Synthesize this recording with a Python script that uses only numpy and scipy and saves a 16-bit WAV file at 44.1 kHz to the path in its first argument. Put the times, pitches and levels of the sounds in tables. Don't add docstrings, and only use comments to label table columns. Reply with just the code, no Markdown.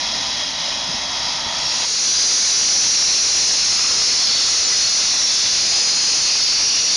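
import sys
import numpy as np
from scipy import signal
from scipy.fft import rfft, irfft
from scipy.io import wavfile
from scipy.ndimage import uniform_filter1d

SR = 44100
rng = np.random.default_rng(int(sys.argv[2]) if len(sys.argv) > 2 else 0)


def boost(x):
    u = np.asarray(x, float) / 20
    return 10 ** u


def pcm_store(signal):
    levels = np.round(np.clip(np.atleast_2d(signal), -1, 1) * 32767)
    wavfile.write(sys.argv[1], SR, levels.astype(np.int16).T)


N = 306936
CAMERA_HZ = 16000
CAMERA_N = N * CAMERA_HZ // SR
FAR_N = 2 * SR
HOP = 128
SCENE_CHANGE_S = 1.864
FADE_START_S, FADE_S, FADE_IN_POWER, FADE_OUT_POWER = 1.48, 0.67, 0.62, 0.32
RIB_DEPTH = 0.94
RIB_HZ = 2500
WHISTLE_HALF_WIDTH_HZ, HOLLOW_HALF_WIDTH_HZ = 55, 104

# f/Hz, level per Hz/dB
CLOSE_SPECTRUM = [(18, -52), (30, -23.5), (150, -23.5), (331, -22), (969, -19.5), (1340, -20.5),
                  (1780, -19), (2770, -14), (3180, -17), (3750, -10.5), (4310, -3.5), (4730, -4),
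                  (5700, -1), (6870, -5), (7900, -24.5), (10300, -58.5), (17400, -120)]
# t/s, level/dB
CLOSE_DRIVE = [(1.5, 1), (3, 2.5), (4, 2), (5, 1), (6, 1), (6.96, 1)]
# t/s, half length/s, extra path/ms, ripple/dB (minus = turned over)
RIB_ECHOES = [(2.22, 0.4, 0.392, -1.7), (2.22, 0.55, 0.748, -1.2), (2.29, 0.4, 1.12, -1.3),
              (2.36, 0.8, 1.508, 1.3), (2.69, 0.28, 0.184, 1.4), (2.84, 0.55, 0.244, -1.5),
              (3.19, 0.2, 0.62, -2.2), (3.47, 0.4, 1.312, -1.1), (3.8, 0.2, 0.76, 2.3),
              (4.09, 0.8, 1.068, -0.8), (4.17, 0.14, 0.932, 2.2), (4.28, 0.1, 0.236, 2.3),
              (4.85, 0.14, 1.276, -2.5), (5.21, 0.07, 0.532, 2.7), (5.87, 0.2, 1.188, 2.1),
              (5.98, 0.28, 1.628, 1.4), (6.25, 0.4, 0.54, -2.1), (6.37, 0.1, 1.388, 2.2),
              (6.59, 0.2, 0.22, 1.8), (6.71, 0.2, 0.368, 3.0), (6.73, 0.1, 0.876, 2.1),
              (6.83, 0.2, 0.572, -1.7)]
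# t/s, f/Hz, level over the hiss/dB
CLOSE_WHISTLE = [(1.9, 5950, -7.5), (2.07, 5870, 7), (2.25, 5800, -2.5), (2.85, 5870, 3), (3, 5540, 5.5),
                 (3.3, 5470, -1), (3.6, 5230, 3), (4.1, 5300, 2.5), (4.16, 4400, 0), (4.42, 4500, 4),
                 (4.55, 5750, 4.5), (5.15, 5700, 2), (5.4, 5270, 4), (5.55, 4940, 5), (6.15, 5020, 3),
                 (6.3, 5050, 0), (6.6, 5550, 6), (6.96, 5850, 4)]
# t/s, half length/s, f/Hz, level/dB
CLOSE_HOLLOWS = [(1.66, 0.17, 6100, -7), (1.69, .08, 5490, 13), (1.797, 0.058, 5530, -10),
                 (3.35, 0.64, 4030, 1), (4.872, 0.088, 4380, 3.5), (4.87, 0.12, 5000, 1.5),
                 (6.33, .07, 5560, 3), (3.201, 0.87, 3680, -1), (2.242, 0.061, 4850, 6.5),
                 (3.7, 0.44, 40, 4.5), (3.83, 0.19, 3900, -5), (3.852, .07, 1250, 8.5),
                 (4.08, .07, 6340, -4), (4.3, 0.3, 2010, 4), (4.35, 0.071, 4500, 5), (4.393, 0.09, 3460, 8),
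                 (4.42, 0.35, 1310, 4.5), (4.53, 0.1, 6720, 1), (4.83, .2, 5220, -1),
                 (5.38, 0.17, 3460, 7.5), (5.477, 0.054, 6700, -5), (5.75, 0.065, 750, 5),
                 (5.78, .2, 5000, 0), (5.89, 0.16, 5600, -6), (5.97, .55, 2060, 3), (6.36, .1, 2540, 5),
                 (6.767, 0.091, 2770, 7), (6.91, 0.31, 3540, 5)]
# t/s, f/Hz, peak level/dB, t60/s
STONE = (4.724, 2000, -20, .09)
# f/Hz, level per Hz/dB
FAR_SPECTRUM = [(18, -40), (30, -14), (228, -12), (449, -18), (594, -8.5), (924, -5), (1110, -10.5),
                (1580, -11.5), (1860, -8.5), (2900, -8), (3330, -2.5), (3660, -6), (5310, -2), (6560, -3.5),
                (7900, -30), (10300, -68), (17400, -120)]
# f/Hz, width/Hz, level/dB
FAR_RESONANCES = [(232, 190, -0.5), (630, 150, -2), (960, 180, 2), (1290, 156, -5.5), (1880, 140, 1),
                  (2110, 119, -2), (2500, 97, -4), (2660, 94, -17), (3325, 190, 4), (3830, 80, -12),
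                  (3935, 230, 6.5), (4600, 100, -3), (5030, 120, 5.5), (5230, 155, -1.5), (5530, 120, -2),
                  (5700, 88, 0), (6150, 130, -9)]
# t/s, level/dB
FAR_LEVEL = [(0, -21.5), (.42, -21.6), (.52, -23), (.62, -22), (1.06, -22.8), (1.25, -21.5), (1.42, -22.5),
             (2, -21.5)]
# t/s, f/Hz, level over the hiss/dB
FAR_WHISTLE = [
    (1.1, 920, -4.5),
    (1.3, 910, 1.5),
    (1.9, 910, -0.5),
]
# t/s, half length/s, f/Hz, level/dB
FAR_HOLLOWS = [
    (.1, 0.1, 4120, 2.5),
    (.68, 0.14, 2960, 6),
    (1.27, .09, 4820, 4.5),
    (1.3, .09, 5330, 2),
    (1.46, 0.053, 5140, -8),
    (1.5, 0.4, 1300, 5),
    (1.68, 0.089, 4760, 7),
    (1.75, .08, 2740, 7),
]
# f/Hz, level rms/dB
COMPRESSOR = [(58.5, -54), (145, -58), (263.8, -54), (609, -54), (764, -53), (894, -50), (925, -49),
              (953, -53), (1014, -48)]
# t/s, half length/s, f/Hz, level/dB
WIND_BUMPS = [
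    (.902, .014, 250, -35),
    (.942, .016, 210, -38),
    (.95, .02, 70, -40),
    (1.468, .005, 120, -34),
    (1.466, .002, 380, -36),
]
# t/s, low f/Hz, high f/Hz
WIDE_NOISE = [(1.908, 7600.0, 8960.0), (3.788, 4650.0, 5710.0), (3.788, 8270.0, 9650.0),
              (4.183, 6290.0, 7600.0), (4.276, 4220.0, 5710.0), (4.648, 5680.0, 8290.0),
              (4.648, 9000.0, 10440.0), (4.648, 10590.0, 11050.0), (4.671, 5170.0, 6310.0),
              (4.694, 6910.0, 8290.0), (4.903, 4220.0, 5710.0), (5.042, 6930.0, 8290.0),
              (5.437, 8960.0, 10360.0), (6.203, 6290.0, 7600.0), (6.296, 9670.0, 11050.0),
              (6.436, 4650.0, 6310.0), (6.436, 6910.0, 10340.0), (6.459, 4220.0, 5190.0),
              (6.459, 8290.0, 9670.0)]


def hiss(n, colour_db, hollows, echoes, whistle, patchy_db, throb_db):
    hz, s, spectrum = signal.stft(rng.standard_normal(n), SR, nperseg=8 * HOP, noverlap=7 * HOP)
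    throb = drift(14.0, (1, len(s)))
    patches = np.repeat(drift(6.0, (129, len(s))), 4, axis=0)[:len(hz)]
    gain_db = colour_db(hz)[:, None] + throb_db * throb
    gain_db = gain_db + patchy_db * uniform_filter1d(patches, size=5, axis=0)

    lifts, facing = [], []
    for at, length, centre_hz, db in hollows:
        lifts.append(db * bell(hz, centre_hz, HOLLOW_HALF_WIDTH_HZ))
        facing.append(bell(s, at, length))
    reflected = hz ** 4 / (hz ** 4 + RIB_HZ ** 4)
    for at, length, ms, db in echoes:
        comb = np.cos(2 * np.pi * hz * ms / 1000)
        lifts.append(RIB_DEPTH * db * comb * reflected)
        facing.append(bell(s, at, length))
    gain_db = gain_db + np.transpose(lifts) @ facing

    at, pitch_hz, lift_db = np.transpose(whistle)
    ridge = bell(hz[:, None], np.interp(s, at, pitch_hz), WHISTLE_HALF_WIDTH_HZ)
    gain_db = gain_db + np.interp(s, at, lift_db) * ridge
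    x = signal.istft(spectrum * boost(gain_db), SR, nperseg=8 * HOP, noverlap=7 * HOP)[1][:n]
    return x / x.std()


def close_colour(hz):
    return at_hz(CLOSE_SPECTRUM, hz)


def close_blast(t):
    blast = hiss(N, close_colour, CLOSE_HOLLOWS, RIB_ECHOES, CLOSE_WHISTLE, patchy_db=1.17, throb_db=0.73)
    squashed = np.tanh(boost(in_time(CLOSE_DRIVE, t)) * blast)
    guard = signal.butter(6, 6900, fs=SR, output="sos")
    return boost(-12.0) * signal.sosfilt(guard, squashed) + stone_ping(t)


def stone_ping(t):
    at, hz, db, t60 = STONE
    age = np.maximum(t - at, 0)
    return boost(db - 60 * age / t60) * np.sin(2 * np.pi * hz * age)


def far_colour(hz):
    lift = 0
    for f_hz, width_hz, top_db in FAR_RESONANCES:
        lift = lift + boost(top_db) / (1 + (2 * (hz - f_hz) / width_hz) ** 2)
    return at_hz(FAR_SPECTRUM, hz) - 4 + 20 * np.log10(1 + lift)


def far_position(t):
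    jet = hiss(len(t), far_colour, FAR_HOLLOWS, [], FAR_WHISTLE, patchy_db=-0.1, throb_db=0.44)
    blast = boost(in_time(FAR_LEVEL, t)) * (1 - fade(t)) ** FADE_OUT_POWER * walls(jet, echo_db=-19.0)
    gate = np.clip((SCENE_CHANGE_S - t) / 0.015, 0, 1)
    return np.pad((blast + compressor(t) + wind(t)) * gate, (0, N - len(t)))


def walls(x, echo_db):
    out = x.copy()
    for lag in (rng.uniform(.008, .06, 12) * SR).astype(int):
        out[lag:] += boost(echo_db) * x[:-lag]
    return out / out.std()


def compressor(t):
    wander = np.repeat(drift(1.95, (2 * len(COMPRESSOR), len(t) // HOP + 1)), HOP, axis=1)[:, :len(t)]
    pitch = 1 + .003 * wander[::2]
    swell_db = 2.5 * wander[1::2] - 3 * np.clip((t - 1.6) / .26, 0, 1)
    out = np.zeros(len(t))
    for (hz, db), p, swell in zip(COMPRESSOR, pitch, swell_db):
        phase = 2 * np.pi * np.cumsum(hz * p) / SR
        out += np.sqrt(2) * boost(db + swell) * np.sin(phase)
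    return out


def wind(t):
    out = np.zeros(len(t))
    for at, length, hz, db in WIND_BUMPS:
        shape = bell(t, at, length)
        band = signal.butter(2, [hz * 0.5, hz * 1.35], "band", fs=SR, output="sos")
        puff = shape * signal.sosfilt(band, rng.standard_normal(len(t)))
        out += boost(db) * puff * np.sqrt(np.sum(shape ** 2) / np.sum(puff ** 2))
    return out


def camera(x, top):
    return np.clip(signal.resample(x, CAMERA_N), -top, top)


def full_rate(x):
    images, hz = np.resize(np.fft.fft(x), N // 2 + 1), np.fft.rfftfreq(N, 1 / SR)
    smoothing = 1 / (1 + boost((hz - 8000) * .011))
    top_cut = 1 / np.sqrt(1 + (hz / 10400) ** 34) / (1 + (hz / 11150) ** 90)
    return irfft(images * smoothing * top_cut, N) * N / CAMERA_N


def fade(t):
    return np.clip((t - FADE_START_S) / FADE_S, 0, 1)


def bell(x, centre, half_width):
    return np.exp(-.5 * ((x - centre) / half_width) ** 2)


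def drift(rate_hz, shape):
    r = np.exp(-2 * np.pi * rate_hz * HOP / SR)
    noise = rng.standard_normal((shape[0], shape[1] + 300))
    slow = signal.lfilter([1], [1, -2 * r, r * r], noise)[:, 300:]
    return slow / slow.std()


def at_hz(points, hz):
    f, db = np.transpose(points)
    return np.interp(np.log(hz + 1), np.log(f), db)


def in_time(rows, s):
    return np.interp(s, *np.transpose(rows))


def scene():
    t, t_camera = np.arange(N) / SR, np.arange(CAMERA_N) / CAMERA_HZ
    far = camera(far_position(t[:FAR_N]), top=.9)
    close = camera(close_blast(t), top=.25)
    return np.tile(full_rate(far + fade(t_camera) ** FADE_IN_POWER * close), (2, 1))


def low_pass(x):
    return signal.sosfilt(signal.butter(12, 11330, fs=SR, output="sos"), x)


def record(dry):
    out, hz = dry.copy(), np.fft.rfftfreq(2048, 1 / SR)
    window = signal.windows.kaiser_bessel_derived(2048, 4 * np.pi)
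    for at, low_hz, high_hz in WIDE_NOISE:
        middle = round(at * SR)
        frame = slice(middle - 1024, middle + 1024)
        band = (hz > low_hz) & (hz < high_hz)
        true = rfft(dry[:, frame]) * band
        level = uniform_filter1d(np.abs(true), size=31) * band
        noise = level * rfft(rng.standard_normal((2, 2048))) / 36
        out[:, frame] += window * irfft(noise) - window ** 2 * irfft(true)
    return low_pass(out)


dry = scene()
out = record(dry)
pcm_store(out)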